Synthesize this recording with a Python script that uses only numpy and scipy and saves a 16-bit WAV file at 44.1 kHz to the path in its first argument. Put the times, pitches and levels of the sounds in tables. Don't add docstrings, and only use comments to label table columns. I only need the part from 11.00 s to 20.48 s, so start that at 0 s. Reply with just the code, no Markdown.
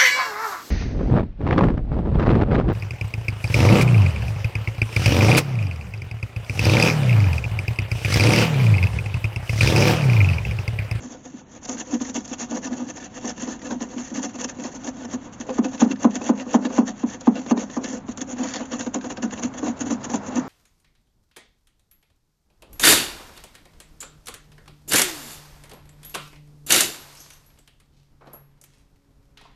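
import sys
import numpy as np
from scipy import signal
from scipy.fft import rfft, irfft, next_fast_len
from scipy.io import wavfile
from scipy.ndimage import uniform_filter1d, map_coordinates

SR = 44100
rng = np.random.default_rng(int(sys.argv[2]) if len(sys.argv) > 2 else 0)


def attenuation_scalar(level_db):
    decades = np.asarray(level_db, float) / 20
    return 10 ** decades


def wrap_up_sound(samples):
    columns = np.atleast_2d(samples).T
    tamed = np.clip(columns, -1, 1)
    steps = np.round(tamed * 32767).astype(np.int16)
    wavfile.write(sys.argv[1], SR, steps)


N = 418068
TIME = np.arange(N) / SR
TURN_S = 7.05

# f/Hz, level/dB per Hz
HISS_COLOUR = [(800, -45.5), (2000, -30), (5100, -11.5), (5700, 0), (6400, 7), (7000, 2.5), (7400, -2.5),
               (9000, -7)]


def unit(x):
    return x / np.sqrt(np.mean(x ** 2) + 1e-20)


def filtered(x, response):
    m = next_fast_len(N + SR // 2)
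    return irfft(rfft(x, m) * response(np.fft.rfftfreq(m, 1 / SR)), m)[..., :N]


def resonance(hz, width_hz):
    return lambda f: 1j * f * width_hz / (hz * hz - f * f + 1j * f * width_hz)


def coloured(x, points):
    hz, db = np.transpose(points)
    return unit(filtered(x, lambda f: attenuation_scalar(np.interp(np.log(f + 1), np.log(hz + 1), db))))


def curve(points):
    return np.interp(TIME, *np.transpose(points))


def wobble(rate):
    s = np.arange(0, N / SR + .002, .001)
    knots = rng.standard_normal(int(N * rate / SR) + 4)
    return np.interp(TIME, s, map_coordinates(knots, [s * rate]))


def scattered(start, grains):
    length = grains.shape[1]
    places = start[:, None] + np.arange(length)
    return np.bincount(places.ravel(), grains.ravel(), N + length)[:N]


def brush():
    hiss, scrape, drag = pressure()
    bright = tips(per_second=5000, spread_db=3.2, clumps=170, steady=.66)
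    sound = air_hiss(hiss, bright) + wires(hiss) + squeaks(scrape)
    sound += prongs(scrape, bright) + housing(scrape, bright)
    rough = tips(per_second=1500, spread_db=1.5, clumps=120, steady=1.5)
    return sound + shaken_body(scrape, drag, rough) + loom_clip(drag * rough)


def pressure():
    # t/s of most pressure, hiss level/dB, length/ms, panel drag level/dB re hiss away from the body,
    # leaning in slowly and letting go fast
    pushes = [(0.055, -49.5, 180, 10), (0.399, -51, 98, 3.5), (0.566, -48.5, 74, 5),
              (0.658, -39.5, 26, 4), (0.814, -33, 50, -2.5), (0.95, -35.5, 78, 6),
              (1.095, -37, 71, -5), (1.282, -48.5, 33, 5.5), (1.337, -35, 55, -1.5),
              (1.574, -33.5, 43, -4), (1.674, -34.5, 41, 7), (1.734, -44.5, 33, 16.5),
              (1.816, -45.5, 160, 10.5), (1.907, -41, 42, 6), (1.978, -39, 30, 2),
              (2.055, -42, 74, 3), (2.177, -44.5, 64, 8), (2.297, -33.5, 71, 3), (2.428, -36, 57, -3),
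              (2.671, -40.5, 59, 8.5), (2.939, -46, 60, 5.5), (3.357, -41.5, 26, 8),
              (3.765, -45, 61, 8.5), (3.886, -39, 65, 8), (4.015, -46, 79, 6), (4.052, -40.5, 19, 11),
              (4.145, -40, 57, 6), (4.271, -50.5, 90, 9),
              (4.506, -43.5, 38, 15), (4.585, -42, 63, 6), (4.748, -41, 51, 4), (4.921, -39, 41, 13.5),
                   (5.049, -38.5, 66, 7), (5.291, -35, 57, 5.5), (5.415, -40.5, 58, 5), (5.551, -38, 78, 5),
                   (5.667, -41, 46, 11), (5.788, -41, 96, 11), (6.029, -47.5, 72, -2.5), (6.14, -44, 75, 6),
                   (6.277, -41.5, 45, -3.5), (6.516, -35, 40, -1), (6.768, -43, 63, -3),
                   (6.953, -40, 110, 7.5), (7.331, -41, 31, -3), (7.625, -53, 44, 19.5),
                   (8.063, -45.5, 47, 11), (8.339, -37.5, 27, -3), (8.395, -42.5, 43, 11),
                   (8.592, -41, 39, 5), (8.684, -39.5, 59, 14.5), (9.285, -41, 43, 8.5),
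                   (9.376, -40, 69, 15.5)]
    pulls = [(0.125, -44.5, 65, 3.5), (0.255, -45.5, 42, 4), (0.692, -28.5, 25, -4),
             (1.017, -34.5, 23, 0), (1.16, -31.5, 35, 1.5), (1.404, -35, 55, 4),
             (1.513, -40, 61, 12.5), (2.491, -40.5, 84, 8.5), (2.712, -37.5, 46, 12.5),
             (2.82, -35, 43, 3), (2.986, -35.5, 46, 6), (3.055, -45.5, 96, -16),
             (3.119, -55, 70, 21.5), (3.235, -33.5, 46, 1.5), (3.406, -36, 51, -1.5),
             (3.445, -28.5, 14, -11), (3.492, -34, 27, -4), (3.591, -49, 220, 9.5),
             (3.652, -39, 49, 2), (4.335, -53, 33, 6.0),
             (4.409, -44.5, 45, 5.5), (4.648, -36.5, 33.5, 11.5), (4.808, -32, 38, 8),
                  (5.114, -49, 34, -9), (5.156, -37, 38, 4), (5.881, -35, 33, 4.5), (6.368, -41.5, 64, 9),
                  (6.6, -37.5, 51, 7.5), (7.092, -45.5, 42, -4), (7.389, -41.5, 43, 9.5),
                  (7.435, -36.5, 35, 8), (7.55, -40, 36, 7), (8.014, -48, 9, 3)]
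    catches = [(6.209, -50, 22, 9), (6.84, -41, 86, 6.5), (7.177, -42, 37, 0), (7.214, -37.5, 23, 5.5),
               (7.72, -37.5, 53, 7), (7.798, -38, 65, 3), (7.944, -30.5, 26, 4.5), (8.045, -42, 34, 11),
               (8.101, -37.5, 31, 5.5), (8.172, -46.5, 30, 15), (8.228, -36, 34, 12.5),
               (8.43, -31.5, 36, 1.5), (8.541, -45, 17, 7), (8.664, -38, 45, -1), (8.628, -46.5, 34, 9),
               (8.774, -53, 81, 6), (9.007, -48.5, 30, 0), (7.863, -41.5, 12, 15.5),
               (7.423, -44.5, 46, 14.5), (8.808, -33, 26, 5), (8.861, -39, 28, 12),
               (8.907, -33.5, 39, 10.5), (9.043, -33, 24, 0), (9.1, -36, 25, 5), (9.138, -30, 30, 6),
               (9.36, -34.5, 36, 1)]
    sweeps = [(0.739, -41, 37, 4.5), (1.052, -42.5, 16, 11.5), (1.2, -49.5, 47, 8), (1.253, -46.5, 23, -5),
              (1.43, -36.5, 33, -12), (1.65, -41.5, 42, 0), (2.92, -54, 60, 1), (3.174, -38, 61, 9.5),
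              (3.255, -39, 21, 6.5), (3.3, -50.5, 41, -8), (7.115, -49.5, 33, -5), (7.301, -46.5, 68, 6.5),
              (7.52, -43, 280, -11), (8.118, -47, 19, 1)]
    # t/s, scrape level/dB re hiss
    grip = [(0, -4), (.6, -2.5), (1.2, -3), (1.8, -1), (2.4, -0.5), (3, -2), (3.6, -2), (4.2, -1),
            (4.6, 0.5), (5.5, 1), (6.5, 1.5), (7.3, -5), (7.5, 0.5), (7.6, 4.5), (7.75, -1), (8.5, -0.5),
            (9.48, -0.5)]
    kinds = [pushes, pulls, catches, sweeps]
    rules = [(.78, 1.135, 1.135, 0), (.35, .96, 1.135, .4), (.19, .96, 1.45, .4), (.5, 3, 3, .4)]
    s, db, length, drag_db = np.vstack(kinds).T[:, :, None]
    rise, up, down, extra_db = np.repeat(rules, [len(k) for k in kinds], axis=0).T[:, :, None]
    scrape_db = np.interp(s, *np.transpose(grip)) - .22 * (db + 48) + extra_db
    ms = np.arange(0, 1000 * N / SR + 1)
    off = ms - 1000 * s
    flank_ms = np.maximum(length * np.where(off < 0, rise, 1 - rise), 2)
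    fall_db = 20 * (np.abs(off) / flank_ms) ** np.where(off < 0, up, down)
    power = attenuation_scalar(2 * db - fall_db)
    layers = [power, power * attenuation_scalar(2 * scrape_db), power * attenuation_scalar(2 * drag_db)]
    return [np.interp(1000 * TIME, ms, np.sqrt(p.sum(0))) for p in layers]


def tips(per_second, spread_db, clumps, steady):
    sizes = attenuation_scalar(spread_db * np.minimum(rng.exponential(size=N), 4)) * rng.standard_normal(N)
    slips = (rng.random(N) < per_second / SR) * sizes
    tufts = (rng.random(N) < clumps / SR) * rng.random(N)
    settle = signal.lfilter([1], [1, -np.exp(-1 / (.009 * SR))], tufts)
    return unit((unit(slips) + rng.standard_normal(N)) * (steady + settle))


def air_hiss(hiss, bright):
    turn_db = [5.5, -7, -2, 1, 1.5, 5.5, -1.5, 3.2]
    tilted = [(hz, db + more) for (hz, db), more in zip(HISS_COLOUR, turn_db)]
    sound = np.where(TIME > TURN_S, coloured(bright, tilted), coloured(bright, HISS_COLOUR))
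    return attenuation_scalar(4.0) * hiss * attenuation_scalar(1.4 * wobble(25)) * sound


def wires(hiss):
    draw = rng.random((1600, 3))
    start = (draw[:, 0] * (N - 1)).astype(int)
    hz = 1600 + 5600 * draw[:, 1:2]
    t = np.arange(SR // 40) / SR
    colour_db = np.interp(hz, *np.transpose(HISS_COLOUR)).clip(-12, 0)
    size = hiss[start, None] * attenuation_scalar(colour_db - 1.5 - 4.14 * np.log(draw[:, 2:] + 0.045))
    return scattered(start, size * attenuation_scalar(-60 * t / .035) * np.sin(2 * np.pi * hz * t))


def squeaks(scrape):
    # t/s, level/dB re scrape
    squeak_levels = [
        (7.2, -16),
        (7.4, -8),
        (7.6, -8),
        (7.7, -13),
    ]
    length, glide = .03, .08
    draw = rng.random((1800, 4))
    start = (draw[:, 0] * (N - 1)).astype(int)
    t = np.arange(round(length * SR)) / SR
    hz = 1000 * 3.1 ** draw[:, 1:2] * (1 + glide * (draw[:, 2:3] - .7) * t / length)
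    size_db = np.interp(start / SR, *np.transpose(squeak_levels))[:, None] + 7 * draw[:, 3:]
    grains = attenuation_scalar(size_db) * np.sin(np.pi * t / length) ** 2 * np.sin(2 * np.pi * hz * t)
    return scrape * scattered(start, grains)


def prongs(scrape, bright):
    # f/Hz, width/Hz, level/dB
    prong_modes = [(1470, 320, -5), (1782, 161, 7), (2180, 240, -3.5), (2712, 150, 4.5), (3360, 360, -3),
                   (3960, 230, -3), (4524, 90, -4)]
    rub = scrape * (bright + 0.44 * rng.standard_normal(N))
    sound = np.zeros(N)
    for k, (hz, width_hz, db) in enumerate(prong_modes):
        wandering = rub * attenuation_scalar(2 * wobble(30))
        sound += (-1) ** k * attenuation_scalar(db + 9) * filtered(wandering, resonance(hz, width_hz))
    return sound


def housing(scrape, bright):
    # f/Hz, level/dB per Hz
    housing_colour = [(500, -25), (1100, 11), (2000, -2.5), (3500, -7), (4700, -17.5), (5300, -15.5),
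                      (7000, -26.5)]
    # t/s, level/dB re scrape
    rasp_levels = [
        (7.36, -38),
        (7.4, -11),
        (7.58, -5),
        (7.66, -40),
    ]
    # f/Hz, level/dB per Hz
    rasp_colour = [(1500, -29), (2500, -6.5), (4500, 1.5), (5500, -3.5), (7000, -24.5)]
    body = attenuation_scalar(-10.0) * coloured(bright, housing_colour)
    return scrape * (body + attenuation_scalar(curve(rasp_levels)) * coloured(bright, rasp_colour))


def shaken_body(scrape, drag, rough):
    near = signal.butter(2, 290, "high", fs=SR, output="sos")
    boom = signal.sosfilt(near, panel(0.0035, 0, count=1, soft=0.86)[0])
    clack = bracket(0.00017, 0, count=1)[0]
    sound = np.zeros(N)
    for force, body, db in [(drag, boom, 3), (np.sqrt(drag * scrape), clack, 1.5)]:
        sound += attenuation_scalar(db) * signal.fftconvolve(force * rough, body / np.linalg.norm(body))[:N]
    return sound


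def loom_clip(pull):
    # t/s, level/dB re drag
    loom_levels = [(0, -18), (2, -17), (4.2, -13.5), (4.5, 5.5), (4.76, -8.5), (5.1, 1), (5.5, 3.5),
                   (6, -1.5), (6.6, 3.5), (7.1, -6), (7.6, -4.5), (8.3, -17.5), (9.48, -21.5)]
    return filtered(pull * attenuation_scalar(curve(loom_levels) + 22.5), resonance(513, 28))


def ticks():
    # t/s, peak level/dB, ring f/Hz
    edge_ticks = [(0.3925, -40, 1470), (0.6265, -40, 1490), (0.7706, -29, 1570), (0.8664, -45, 1790),
                  (1.001, -33, 1750), (1.0507, -29, 1840), (1.151, -32, 4500), (1.3876, -41, 2860),
                  (1.512, -39, 1740), (1.6342, -33, 2850), (1.648, -23.5, 1790), (1.729, -27.5, 1710),
                  (1.8672, -40, 1770), (1.8877, -31, 1740), (1.9594, -45, 1770), (1.9997, -33, 1740),
                  (2.0258, -30, 1750), (2.2223, -48, 2690), (2.2454, -33, 1730), (2.295, -29, 1770),
                  (2.379, -33, 1750), (2.6165, -30, 1890), (2.655, -30, 1720), (2.707, -26, 1580),
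                  (2.805, -30, 1870), (2.9812, -31, 3100), (3.1518, -29.5, 1730), (3.2355, -33, 1470),
                  (3.3887, -37, 1480), (3.4416, -39, 1450), (3.4867, -29, 1590), (3.64, -27, 1890),
                  (3.836, -34, 1400), (3.8748, -24, 1750), (4.009, -39, 1800), (4.0322, -33, 1480),
                  (4.1025, -35, 1740), (4.3286, -48, 1800),
                  (4.493, -29.5, 2650), (4.6434, -22, 2610), (4.7785, -31, 2640), (4.9114, -21.5, 2710),
                  (4.9581, -32, 1780), (5.2165, -28.5, 2620), (5.3976, -24, 2810), (5.6513, -18, 1720),
                  (5.7039, -38, 1570), (6.0896, -30.5, 1750), (6.355, -23.5, 2760), (6.4626, -27.5, 1750),
                  (6.5755, -22, 1840), (6.6992, -30, 1780), (6.843, -19, 1740), (7.083, -33, 1310),
                  (7.1741, -31, 1350), (7.207, -25.5, 3430), (7.2799, -44, 1656), (7.3692, -34, 1800),
                  (7.606, -29, 1500), (7.7189, -32, 1440), (7.8083, -21, 1570), (7.8635, -25, 1600),
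                  (7.9414, -30, 1500), (8.011, -29, 1570), (8.0426, -26.5, 1490), (8.105, -27.5, 2820),
                  (8.1708, -23, 1570), (8.2266, -25.5, 1710), (8.3085, -28, 1610), (8.3764, -26.5, 2780),
                  (8.537, -32, 1800), (8.6243, -37, 1560), (8.9057, -31, 1480), (9.0294, -31, 1800),
                  (9.0982, -33, 1770)]
    force, pings, t = np.zeros(N + SR), np.zeros(N + SR), np.arange(SR // 20) / SR
    for s, db, hz in edge_ticks:
        rattle = attenuation_scalar(db - 4.5 - 60 * t / .049) * rng.standard_normal(len(t))
        ping = attenuation_scalar(db - 9 - 60 * t / .051) * np.sin(2 * np.pi * hz * t) * np.minimum(t / 0.0014, 1)
        force[round(s * SR):][:len(t)] += rattle
        pings[round(s * SR):][:len(t)] += ping
    band = signal.butter(1, [900, 4200], "band", fs=SR, output="sos")
    return pings[:N] + signal.sosfilt(band, force[:N])


def snaps():
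    # t/s, peak level/dB
    sharp_bursts = [(0.6515, -16), (0.6927, -22.5), (1.144, -14), (1.1483, -31.5), (1.278, -17),
                    (1.3924, -20.5), (1.4065, -43), (2.476, -21.5), (3.2352, -20.5), (3.4402, -34.5),
                    (4.494, -29), (4.586, -20), (5.217, -31.5), (5.704, -30.5), (6.576, -29.5), (6.772, -21),
                    (7.946, -27), (4.4013, -20), (5.528, -17.5), (6.209, -18), (6.843, -15), (7.174, -14.5),
                    (7.208, -26), (7.7198, -28), (7.79, -32), (7.808, -17.5), (8.17, -25), (8.2234, -17.5),
                    (8.428, -31.5), (8.4332, -30), (8.665, -25.5), (8.812, -29.5), (8.9076, -22.5),
                    (9.045, -31.5), (9.097, -27), (9.139, -31), (9.356, -15)]
    force, t = np.zeros(N + SR), np.arange(SR // 20) / SR
    for s, db in sharp_bursts:
        force[round(s * SR):][:len(t)] += attenuation_scalar(db - 7 - 60 * t / .03) * rng.standard_normal(len(t))
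    peak = resonance(6400, 1800)
    return filtered(force[:N], lambda f: peak(f) + 0.044 * (f > 1500))


def knocks():
    # t/s, boom peak level/dB, clack level/dB re boom
    light_blows = [(0.342, -24.5, -29), (0.693, -23.5, 2.5), (0.935, -15, -29), (0.952, -17, -22),
                   (1.012, -19, -3), (1.092, -25, -3), (1.157, -22, -36), (1.316, -22.5, -6),
                   (1.573, -21.5, -1), (1.731, -24, -15), (2.249, -21.5, 2), (2.382, -25, -6),
                   (2.429, -21.5, -4), (2.48, -21, -0.5), (2.712, -21, 1.5), (2.813, -19, -1.5),
                   (2.965, -20, -25), (3.449, -24.5, -1), (3.588, -23, -24), (3.651, -21.5, 1),
                   (4.138, -20, -0.5), (0.109, -31, -4), (0.625, -37, 1), (1.153, -37, 11),
                   (1.178, -21, -9), (3.388, -24.5, -2), (3.487, -38, -5), (4.106, -42, 4)]
    slam_blows = [(4.403, -25.5, -16), (4.494, -21, 3), (4.591, -8, -5), (4.632, -24, -21), (4.824, -2, -4),
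                  (4.862, -14.5, -14), (4.908, -16, -26), (5.052, -2, -4), (5.161, -19, -15),
                  (5.216, -22.5, 3), (5.299, -5, -3), (5.466, -21.5, -2.5), (5.549, -4, -1.5),
                  (5.654, -12, -7.5), (5.705, -21.5, 0.5), (5.788, -4, -4.5), (5.895, -24, -23),
                  (6.039, -11, -7.5), (6.278, -2.5, -6), (6.517, -6.5, -2.5), (6.576, -15, -2),
                  (6.773, -13, 0), (6.934, -21.5, -6), (4.656, -17, -13), (5.398, -34.5, -8),
                  (5.59, -14.5, -20), (5.83, -20, -19), (6.358, -29, -17), (6.464, -24.5, -0.5),
                  (6.699, -33.5, 5), (6.846, -19, -7)]
    tap_blows = [(7.089, -20, -3.5), (7.18, -27.5, 3), (7.216, -21.5, -19), (7.414, -18.5, -6),
                 (7.562, -28, -5), (7.948, -16.5, 0), (7.968, -15.5, -11), (8.23, -34, 8), (8.33, -26, 4.5),
                 (8.448, -14, -24), (8.633, -20, 1.5), (8.684, -15.5, -9), (8.81, -21.5, -16),
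                 (8.926, -16, -8), (9.143, -9.5, -6), (9.363, -14.5, -13), (9.39, -18, -9),
                 (9.063, -25, -10), (9.28, -27, -12), (8.659, -22, -15), (9.1, -24, 1), (8.839, -23.5, -6),
                 (7.742, -24, 1), (7.334, -24, -11), (7.367, -25.5, -3), (7.608, -20, 0), (8.107, -27, 6),
                 (8.173, -39, -2), (8.427, -34, 10), (8.908, -19, -1.5)]
    # f/Hz, level/dB per Hz
    loose_colour = [(200, -20.5), (400, 9.0), (600, 2), (760, 1.5), (1000, -1.5), (2000, -24.5), (5000, -44.0)]
    out, t = np.zeros(N + SR), np.arange(SR * 2 // 5) / SR
    blows = light_blows + slam_blows + tap_blows
    when, peak_db, _ = np.transpose(blows)
    turned = when > TURN_S
    booms = panel(.002, scatter_db=1.2, count=len(blows), soft=(peak_db < -11.6) | turned, turned=turned)
    clacks = bracket(.0004, scatter_db=2.5, count=2 * len(blows))
    loose = coloured(rng.standard_normal(N + SR), loose_colour)
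    for k, (s, db, clack_db) in enumerate(blows):
        out[round((s - .004) * SR):][:len(t)] += attenuation_scalar(db + .7) * booms[k]
        rattle = loose[round(s * SR) // 2:][:len(t)] * attenuation_scalar(-60 * t / 0.19) * np.minimum(t / 0.0011, 1)
        out[round((s - .005) * SR):][:len(t)] += attenuation_scalar(db + clack_db - 14.0) * rattle
        contacts = [(.0062, min(db + 11, 2.5)), (.0012, -1.5)]
        for j, (lead, blow_db) in enumerate(contacts):
            hz = (900 + 150 * j) * attenuation_scalar(.5 * rng.normal())
            tick = attenuation_scalar(14 - 60 * t / .013) * np.sin(2 * np.pi * hz * t)
            contact = attenuation_scalar(db + clack_db + blow_db - 20.5) * (tick + clacks[2 * k + j])
            out[round((s - lead) * SR):][:len(t)] += contact
    return out[:N]


def panel(attack, scatter_db, count, soft=0, turned=0):
    # f/Hz, level/dB, t60/s, sign of motion at the microphone
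    panel_modes = [(178, -25, .25, -1), (205, -14.5, .36, 1), (234, -4.5, .17, -1), (243, -12, .17, -1),
                   (262, -19, .4, 1), (287, -4, .078, 1), (387, -4, .028, -1)]
    soft_db = [1, -3, -4.5, 2.5, 4, 0, -6.5]
    turn_db = [1, -1, -0.5, 0.5, 0.5, 1, -12.5]
    shift_db = np.multiply.outer(soft, soft_db) + np.multiply.outer(turned, turn_db)
    return ring(panel_modes, np.transpose(panel_modes)[3] * attenuation_scalar(shift_db), attack, scatter_db, count)


def bracket(attack, scatter_db, count):
    # f/Hz, level/dB, t60/s
    bracket_modes = [(418, -2, 0.032), (509, 3.5, 0.072), (670, 1.5, 0.034), (739.5, -3, 0.12),
                     (835, 0, 0.024), (941, 2, 0.044), (1011, 3.5, 0.014), (1227, -3.5, 0.039),
                     (1472, -11, 0.086), (1800, -20.5, 0.082)]
    return ring(bracket_modes, (-1.) ** np.arange(len(bracket_modes)), attack, scatter_db, count)


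def ring(modes, signs, attack, scatter_db, count):
    hz, db, t60 = np.transpose(modes)[:3, :, None]
    t = np.arange(SR * 2 // 5) / SR
    tones = attenuation_scalar(db - 60 * t / t60) * np.sin(2 * np.pi * hz * t) * (1 - np.exp(-t / attack))
    return (signs * attenuation_scalar(scatter_db * rng.standard_normal((count, len(modes))))) @ tones


def distant_road():
    # t/s, level/dB
    road_levels = [
        (0, -78),
        (3.999, -53),
        (6.5, -52.5),
        (8, -48),
        (8.9, -41),
        (9.48, -35.5),
    ]
    # f/Hz, level/dB per Hz
    tyre_colour = [(40, -36), (100, 3), (300, -3.5), (900, -1.5), (1600, -11), (3000, -28.5)]
    return attenuation_scalar(curve(road_levels)) * coloured(rng.standard_normal(N), tyre_colour)


def outdoor_air():
    # f/Hz, level/dB per Hz
    air_colour = [(15, -23), (25, -8), (263, 0), (443, -14), (729, -13.5), (3500, -31.5), (5100, -42),
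                  (7300, -37)]
    return attenuation_scalar(-45.5 + 1.5 * wobble(3)) * coloured(rng.standard_normal(N), air_colour)


def scene():
    high_pass = signal.butter(2, 130, "high", fs=SR, output="sos")
    close = signal.sosfilt(high_pass, brush() + knocks() + snaps() + ticks())
    return (close + outdoor_air() + distant_road())[None]


def faint_treble_lost(x):
    hz, _, z = signal.stft(x, SR, nperseg=512)
    power = np.abs(z) ** 2
    smooth = uniform_filter1d(uniform_filter1d(power, size=7, axis=-2), size=3, axis=-1)
    share = smooth / power.sum(-2, keepdims=True) ** .36
    treble = (hz > 3200) & (hz < 7200)
    faint = treble[:, None] & (share < np.quantile(share[:, treble], .015))
    return signal.istft(z * np.where(faint, attenuation_scalar(-20), 1), SR, nperseg=512)[1][:, :N]


def roll_off(x):
    return signal.sosfilt(signal.butter(12, 9400, fs=SR, output="sos"), x)


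def record(dry):
    rounded = dry / (1 + np.abs(dry / .95) ** 6) ** (1 / 6)

    def band_limit(f):
        skirt = attenuation_scalar(-33) * np.exp((7400 - np.maximum(f, 7400)) / 220)
        return 1 / (1 + (f / 7380) ** 200) + skirt

    kept = filtered(faint_treble_lost(rounded), band_limit)
    mirror = kept * np.cos(2 * np.pi * 16000 * TIME)
    image = filtered(mirror, lambda f: np.exp(-((f - 8830) / 200) ** 4))
    return roll_off(kept + attenuation_scalar(-21) * image)


dry = scene()
out = record(dry)
wrap_up_sound(out)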